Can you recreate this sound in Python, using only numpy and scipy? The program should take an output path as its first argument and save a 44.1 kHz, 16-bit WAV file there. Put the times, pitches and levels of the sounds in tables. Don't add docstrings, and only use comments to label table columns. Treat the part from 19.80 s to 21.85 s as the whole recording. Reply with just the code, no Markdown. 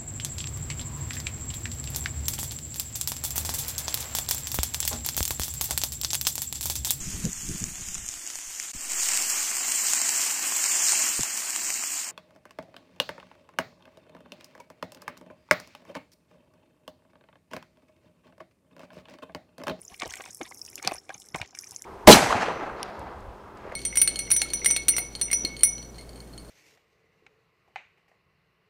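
import sys
import numpy as np
from scipy import signal
from scipy.fft import rfft, irfft
from scipy.io import wavfile
from scipy.ndimage import uniform_filter1d

SR = 44100
rng = np.random.default_rng(int(sys.argv[2]) if len(sys.argv) > 2 else 0)


def wav_out(sig):
    wavfile.write(sys.argv[1], SR, np.round(np.clip(np.atleast_2d(sig).T, -1, 1) * 32767).astype(np.int16))


def convert_level_to_amplitude(level_db):
    exponent = np.asarray(level_db, float) / 20
    return 10 ** exponent


N = 90404

# (frequency [Hz], level [dB])
ROOM_SPECTRUM = [(20,-27),(76,3),(250,-2.5),(390,1),(546,-7),(1300,-13),(2200,-31)]
# (time [s], peak level [dB], pitch [Hz])
BOTTLE_THUMPS = [(0.11, -52.5, 62), (0.118, -50, 184), (0.226, -32.5, 288), (0.255, -45, 65.7),
                 (0.258, -39.5, 231), (0.325, -61, 55.4), (0.49, -53.5, 190), (0.608, -34.5, 280),
                 (1.055, -40, 111), (1.075, -35.5, 179), (1.13, -52.5, 60), (1.35, -49, 160),
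                 (1.543, -34.5, 148), (1.563, -46, 61.6), (1.608, -35, 78.6), (1.915, -52, 84)]
# (time [s], level [dB])
FLOW_LEVEL = [(0,-59.5),(.3,-56),(.6,-55),(1.17,-57),(1.21,-62),(1.33,-61.5),(1.4,-55.5),(1.5,-62),
              (1.54,-62.5),(1.56,-49),(1.618,-63),(1.66,-59.5),(1.741,-67.5),(1.752,-54),(1.9,-53.5),(2.05,-56)]
# (frequency [Hz], level [dB])
FIZZ_SPECTRUM = [(4200,-24),(4800,-11.5),(5230,8),(6360,-1),(10500,-0.5),(14900,-12),(16000,-6)]
# (time [s], peak level [dB], pitch [Hz])
SINGING_BUBBLES = [(0.0156, -34.5, 9100), (0.0496, -37.5, 6750), (0.079, -32.5, 5800),
                   (0.2985, -32.5, 6200), (0.3061, -34, 5530), (0.3701, -36.5, 6750), (0.505, -37, 6200),
                   (0.63, -33.5, 6130), (0.7721, -38.5, 5940), (0.814, -26, 5110), (0.856, -56, 6600),
                   (0.886, -37.5, 5100), (0.9303, -47, 6600), (1.1358, -30.5, 8360), (1.1441, -35, 9500),
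                   (1.1635, -35.5, 5600), (1.1797, -33, 4990), (1.3413, -32.5, 5940), (1.5858, -40, 5900),
                   (1.601, -40, 5040), (1.8203, -37, 5750), (1.8697, -36.5, 5700)]
# (time [s], peak level [dB], pitch [Hz])
BURSTING_BUBBLES = [(0.199, -24, 5100), (0.2328, -27.5, 5040), (0.2772, -29, 9900), (0.3063, -28.5, 5760),
                    (0.3234, -31, 5430), (0.3555, -29.5, 6570), (0.4772, -39, 6460), (0.5127, -33, 6200),
                    (0.5468, -24.5, 8020), (0.5711, -31, 9950), (0.7453, -29.5, 8460),
                    (0.7923, -34.5, 5800), (0.8498, -30, 6000), (0.8623, -29.5, 5500),
                    (0.9004, -30.5, 12200), (0.956, -18.5, 7950), (1.0261, -26, 6260),
                    (1.0486, -25.5, 5860), (1.0765, -26, 5750), (1.2558, -49, 5630), (1.4, -32, 7900),
                    (1.46, -42.5, 5770), (1.4865, -36, 5700), (1.5586, -28, 6100), (1.7503, -30, 5850),
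                    (1.7881, -20.5, 5470), (1.9093, -23.5, 7230), (1.9175, -32, 5370), (1.9618, -21, 6440),
                    (2.0208, -24.5, 6250)]
# (time [s], peak level [dB], pitch [Hz])
MORE_BURSTING_BUBBLES = [(0.1346, -50, 5200), (0.1635, -54, 5340), (0.1775, -38.5, 8340), (0.2234, -41, 6350),
                         (0.2573, -30.5, 5300), (0.3371, -28, 5330), (0.4204, -30.5, 8000), (0.4534, -34, 6100),
                         (0.5292, -38, 6240), (0.5985, -51, 6070), (0.6784, -44, 6100), (0.7083, -38, 5700),
                         (0.9817, -30, 5150), (1.1189, -35, 8950), (1.131, -35, 6000), (1.156, -29, 5600),
                         (1.292, -38.5, 5300), (1.3833, -46, 5840), (1.419, -39, 6400), (1.428, -48, 11700),
                         (1.5294, -61, 5410), (1.5449, -36, 5300), (1.6005, -47, 6900), (1.631, -48, 8140),
                         (1.6596, -38, 6060), (1.6756, -40, 6300), (1.6931, -57, 6500), (1.708, -40, 5300),
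                         (1.728, -51, 5650), (1.757, -42, 6200), (1.799, -36, 6800), (1.81, -25.5, 12700),
                         (1.8422, -31, 5830), (1.952, -38, 11100), (1.9944, -55, 7890)]
# (frequency [Hz], bandwidth [Hz], level [dB])
CUP_MODES = [(750,67,11.5),(1300,200,-6),(2200,360,3),(2640,160,-50)]
# (frequency [Hz], level [dB])
SPLASH_SPECTRUM = [(150,-19),(250,3),(579,-8.5),(797,-4),(1190,6),(3180,6),(4700,7),(5200,-57)]
# (start [s], end [s], splash level [dB])
SUPPRESSOR_OPEN = [(0.104,0.148,-52),(0.192,0.216,-50),(0.216,0.277,-43),(0.275,0.504,-50.5),(0.62,0.685,-52.5),(0.719,0.725,-38),(0.971,1.006,-50),(1.02,1.142,-42.5),(1.124,1.191,-54),(1.32,1.338,-52.5),(1.54,1.664,-52),(1.342,1.37,-56),(1.785,1.955,-62)]
# (time [s], peak level [dB], pitch [Hz])
AIR_GULPS = [(0.2205, -19, 1066), (0.232, -21.5, 688), (0.256, -24, 421), (0.2615, -28, 620),
             (0.398, -28, 704), (0.406, -25, 804), (0.459, -31, 890), (0.605, -26, 387), (0.611, -22, 780),
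             (0.614, -26, 326), (0.712, -28, 760), (0.982, -39.5, 371.5), (1.047, -24, 477),
             (1.07, -19, 687), (1.074, -15.5, 734), (1.091, -26.5, 710), (1.11, -23, 755),
             (1.1185, -14, 641), (1.148, -28.5, 720), (1.294, -23.5, 683), (1.302, -27.5, 700),
             (1.345, -43.5, 413), (1.546, -20.5, 446), (1.557, -18.5, 778), (1.598, -27.5, 740),
             (1.6147, -29, 875), (1.627, -26.5, 830)]
# (time [s], peak level [dB], pitch [Hz])
WALL_SLAPS = [(0.0995, -42.5, 2900), (0.1433, -39.5, 2360), (0.2104, -34, 2200), (0.2194, -20.5, 2210),
              (0.2314, -31.5, 2280), (0.3061, -33.5, 3320), (0.3379, -26, 2000), (0.3683, -34.5, 2260),
              (0.407, -36, 1895), (0.4603, -37, 2570), (0.613, -26, 2170), (0.6535, -40, 3630),
              (0.9787, -31.5, 2680), (1.0251, -38.5, 2220), (1.0483, -30, 2380), (1.075, -21.5, 2640),
              (1.1127, -29.5, 2550), (1.293, -31, 2360), (1.3024, -29.5, 1640), (1.3456, -36.5, 2320),
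              (1.5456, -23.5, 2150), (1.5574, -35.5, 2440), (1.6154, -19, 2200)]
# (time [s], peak level [dB], pitch [Hz])
RIM_SMACKS = [(0.1985, -28.5, 4170), (0.2112, -33.5, 1390), (0.2198, -21, 2310), (0.3368, -43, 2240),
              (0.4072, -27, 1760), (0.614, -26, 2000), (1.049, -26.5, 3240), (1.0595, -49, 4200),
              (1.0748, -7, 4870), (1.1195, -35, 3800), (1.14, -29.5, 3660), (1.294, -38.5, 2700),
              (1.5452, -33, 2880), (1.5483, -21.5, 1118), (1.6147, -28.5, 3550), (1.616, -24.5, 4970),
              (1.6178, -25.5, 2200), (1.6295, -52, 1920), (1.7498, -33.5, 2450)]
# (time [s], peak level [dB], pitch [Hz])
LAST_DRIPS = [
    (0.878, -43.5, 2535),
    (0.929, -46.5, 2140),
    (1.418, -43, 3500),
    (1.729, -50.5, 762),
    (1.748, -43, 2130),
    (1.773, -40.5, 1910),
    (1.835, -40.5, 2168),
    (1.919, -49, 882),
    (2.041, -42.5, 2120),
]
TREBLE_EDGES = (7500, 9500, 12200, 17000)
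# (start [s], end [s], gain [dB])
TREBLE_DUCKS = [
    [(1.49, 1.54, -12), (1.64, 1.745, -12)],
    [(1.19, 1.34, -2), (1.64, 1.745, -10)],
    [(0, .17, 2.5), (.58, .72, -3), (1.19, 1.39, -7), (1.41, 1.455, -12), (1.5, 1.54, -12),
     (1.63, 1.745, -11), (1.86, 1.9, -6), (1.97, 2.01, -15)],
]


def level(x, db):
    return x * convert_level_to_amplitude(db) / np.sqrt(np.mean(x ** 2))


def band(x, hz, width):
    return signal.lfilter(*signal.iirpeak(hz, hz / width, fs=SR), x)


def colour(x, points):
    hz, db = np.array(points).T
    f = np.arange(N // 2 + 1) * SR / N + 1
    gain_db = np.interp(np.log(f), np.log(hz), db, left=-90, right=-90)
    return irfft(rfft(x) * convert_level_to_amplitude(gain_db), N)


def walk(rate):
    hold = int(SR / rate)
    steps = np.repeat(rng.standard_normal(N // hold + 1), hold)
    return 0.97 * uniform_filter1d(uniform_filter1d(steps, hold), hold)[:N]


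def bubbles(rows, cycles, rise, glide, rough, wide=0.39, size=2048):
    out = np.zeros(N + size)
    t = np.arange(size) / SR
    for start, db, hz in rows:
        noise = rng.standard_normal(size + size // 2)
        damping, phase = rng.random(2)
        decays = hz * t / (cycles * (0.95 + 0.69 * damping))
        shape = (1 - np.exp(-decays / rise)) ** 2 * np.exp(-decays)
        bend = 1 + glide * np.minimum(decays, 3) / 3
        tone = np.sin(2 * np.pi * (hz * t * bend + phase))
        hiss = band(band(noise, hz, wide * hz), hz, wide * hz)[-size:]
        ring = shape * (tone + rough * hiss / hiss.std())
        i = int(np.clip(start * SR, 0, N))
        out[i:i + size] += ring / np.abs(ring).max() * convert_level_to_amplitude(db)
    return out[:N]


def crowd(rate, lo_hz, hi_hz, spread_db):
    when, loudness, pitch = rng.random((int(rate * N / SR), 3)).T
    db = -spread_db * np.log(1 - loudness * 0.995)
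    return np.c_[when * N / SR, db, lo_hz * (hi_hz / lo_hz) ** pitch]


def room():
    hum = colour(rng.standard_normal(N), ROOM_SPECTRUM)
    return level(hum * convert_level_to_amplitude(3.14 * walk(12.56)), -63.5)


def reverberation(near):
    size, t60_s = 6000, 0.059
    decay = np.exp(-np.log(1000) * np.arange(size) / SR / t60_s)
    echo = band(rng.standard_normal(size), 1020.0, 4300.0) * decay
    echo = echo / np.sqrt(np.sum(echo ** 2))
    return signal.fftconvolve(near, echo)[:N] * convert_level_to_amplitude(-14.5)


def bottle():
    return bubbles(BOTTLE_THUMPS, cycles=0.99, rise=0.23, glide=0.1, rough=0.69, wide=0.89, size=6000)


def fizz(t):
    tiny = crowd(350, 4900.0, 15000.0, spread_db=2.6)
    grains = bubbles(tiny, cycles=6.0, rise=0.3, glide=0.12, rough=0.8, wide=0.4, size=512)
    hiss = rng.standard_normal(N) * convert_level_to_amplitude(1.8 * walk(62.75))
    x = colour(level(grains, 0) + level(hiss, -0.5), FIZZ_SPECTRUM)
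    when, db = np.array(FLOW_LEVEL).T
    return level(x, 0) * convert_level_to_amplitude(np.interp(t, when, db))


def pops():
    chirp = bubbles(SINGING_BUBBLES, cycles=10.0, rise=0.5, glide=0.08, rough=0.35, wide=0.25, size=1024)
    bursts = list(BURSTING_BUBBLES) + list(MORE_BURSTING_BUBBLES)
    crack = bubbles(bursts, cycles=6.1, rise=0.13, glide=0.014, rough=1.6, wide=1.0, size=1024)
    crack = band(crack, 2700.0, 14000.0)
    split = signal.cheby1(8, 1, 4800, "high", fs=SR, output="sos")
    return signal.sosfilt(split, chirp + crack) + crack * convert_level_to_amplitude(-14.0)


def cup(x):
    modes = enumerate(CUP_MODES)
    return sum((-1) ** k * convert_level_to_amplitude(db) * band(x, hz, width) for k, (hz, width, db) in modes)


def splash(t):
    churned = crowd(300, 350.0, 4800.0, spread_db=2.8)
    grains = bubbles(churned, cycles=5.0, rise=0.3, glide=0.12, rough=0.5, size=1024)
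    rush = rng.standard_normal(N) * convert_level_to_amplitude(3.1 * walk(54.7))
    x = level(grains, 0) + level(rush, -4.5)
    x = colour(x + cup(x), SPLASH_SPECTRUM)
    db = np.full(N, -68.0)
    for start, end, open_db in SUPPRESSOR_OPEN:
        db[(t >= start) & (t < end)] = open_db
    slew_s = 0.0084
    return level(x, 0) * convert_level_to_amplitude(uniform_filter1d(db, int(slew_s * SR)))


def glugs():
    gulp = bubbles(AIR_GULPS, cycles=1.6, rise=0.55, glide=0.05, rough=0.85, wide=0.9)
    slap = bubbles(WALL_SLAPS, cycles=5.3, rise=0.024, glide=0.009, rough=0.48, wide=0.92)
    smack = bubbles(RIM_SMACKS, cycles=2.0, rise=0.04, glide=-0.1, rough=0.8, wide=0.9, size=512)
    drip = bubbles(LAST_DRIPS, cycles=7.6, rise=0.043, glide=0.168, rough=0.87)
    return gulp * convert_level_to_amplitude(-5.5) + slap + smack + drip


def suppress_treble(x, t):
    f, spectrum = np.arange(N // 2 + 1) * SR / N, rfft(x)
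    for lo, hi, rows in zip(TREBLE_EDGES, TREBLE_EDGES[1:], TREBLE_DUCKS):
        db = sum(gain * ((t >= start) & (t < end)) for start, end, gain in rows)
        db = uniform_filter1d(db * 1.0, int(SR / 200)) + 3.0 * walk(24)
        treble = irfft(spectrum * ((f >= lo) & (f < hi)), N)
        x = x + treble * (convert_level_to_amplitude(db) - 1)
    return x


def scene():
    t = np.arange(N) / SR
    near = glugs() + pops()
    direct = suppress_treble(near + fizz(t), t)
    return (room() + reverberation(near) + bottle() + splash(t) + direct)[None]


def top_cut(x):
    return signal.sosfilt(signal.butter(12, 16500, fs=SR, output="sos"), x)


def record(dry):
    lowpass = signal.ellip(8, 0.2, 50, 15700, fs=SR, output="sos")
    mix = signal.sosfilt(lowpass, dry)
    return top_cut(mix)


dry = scene()
out = record(dry)
wav_out(out)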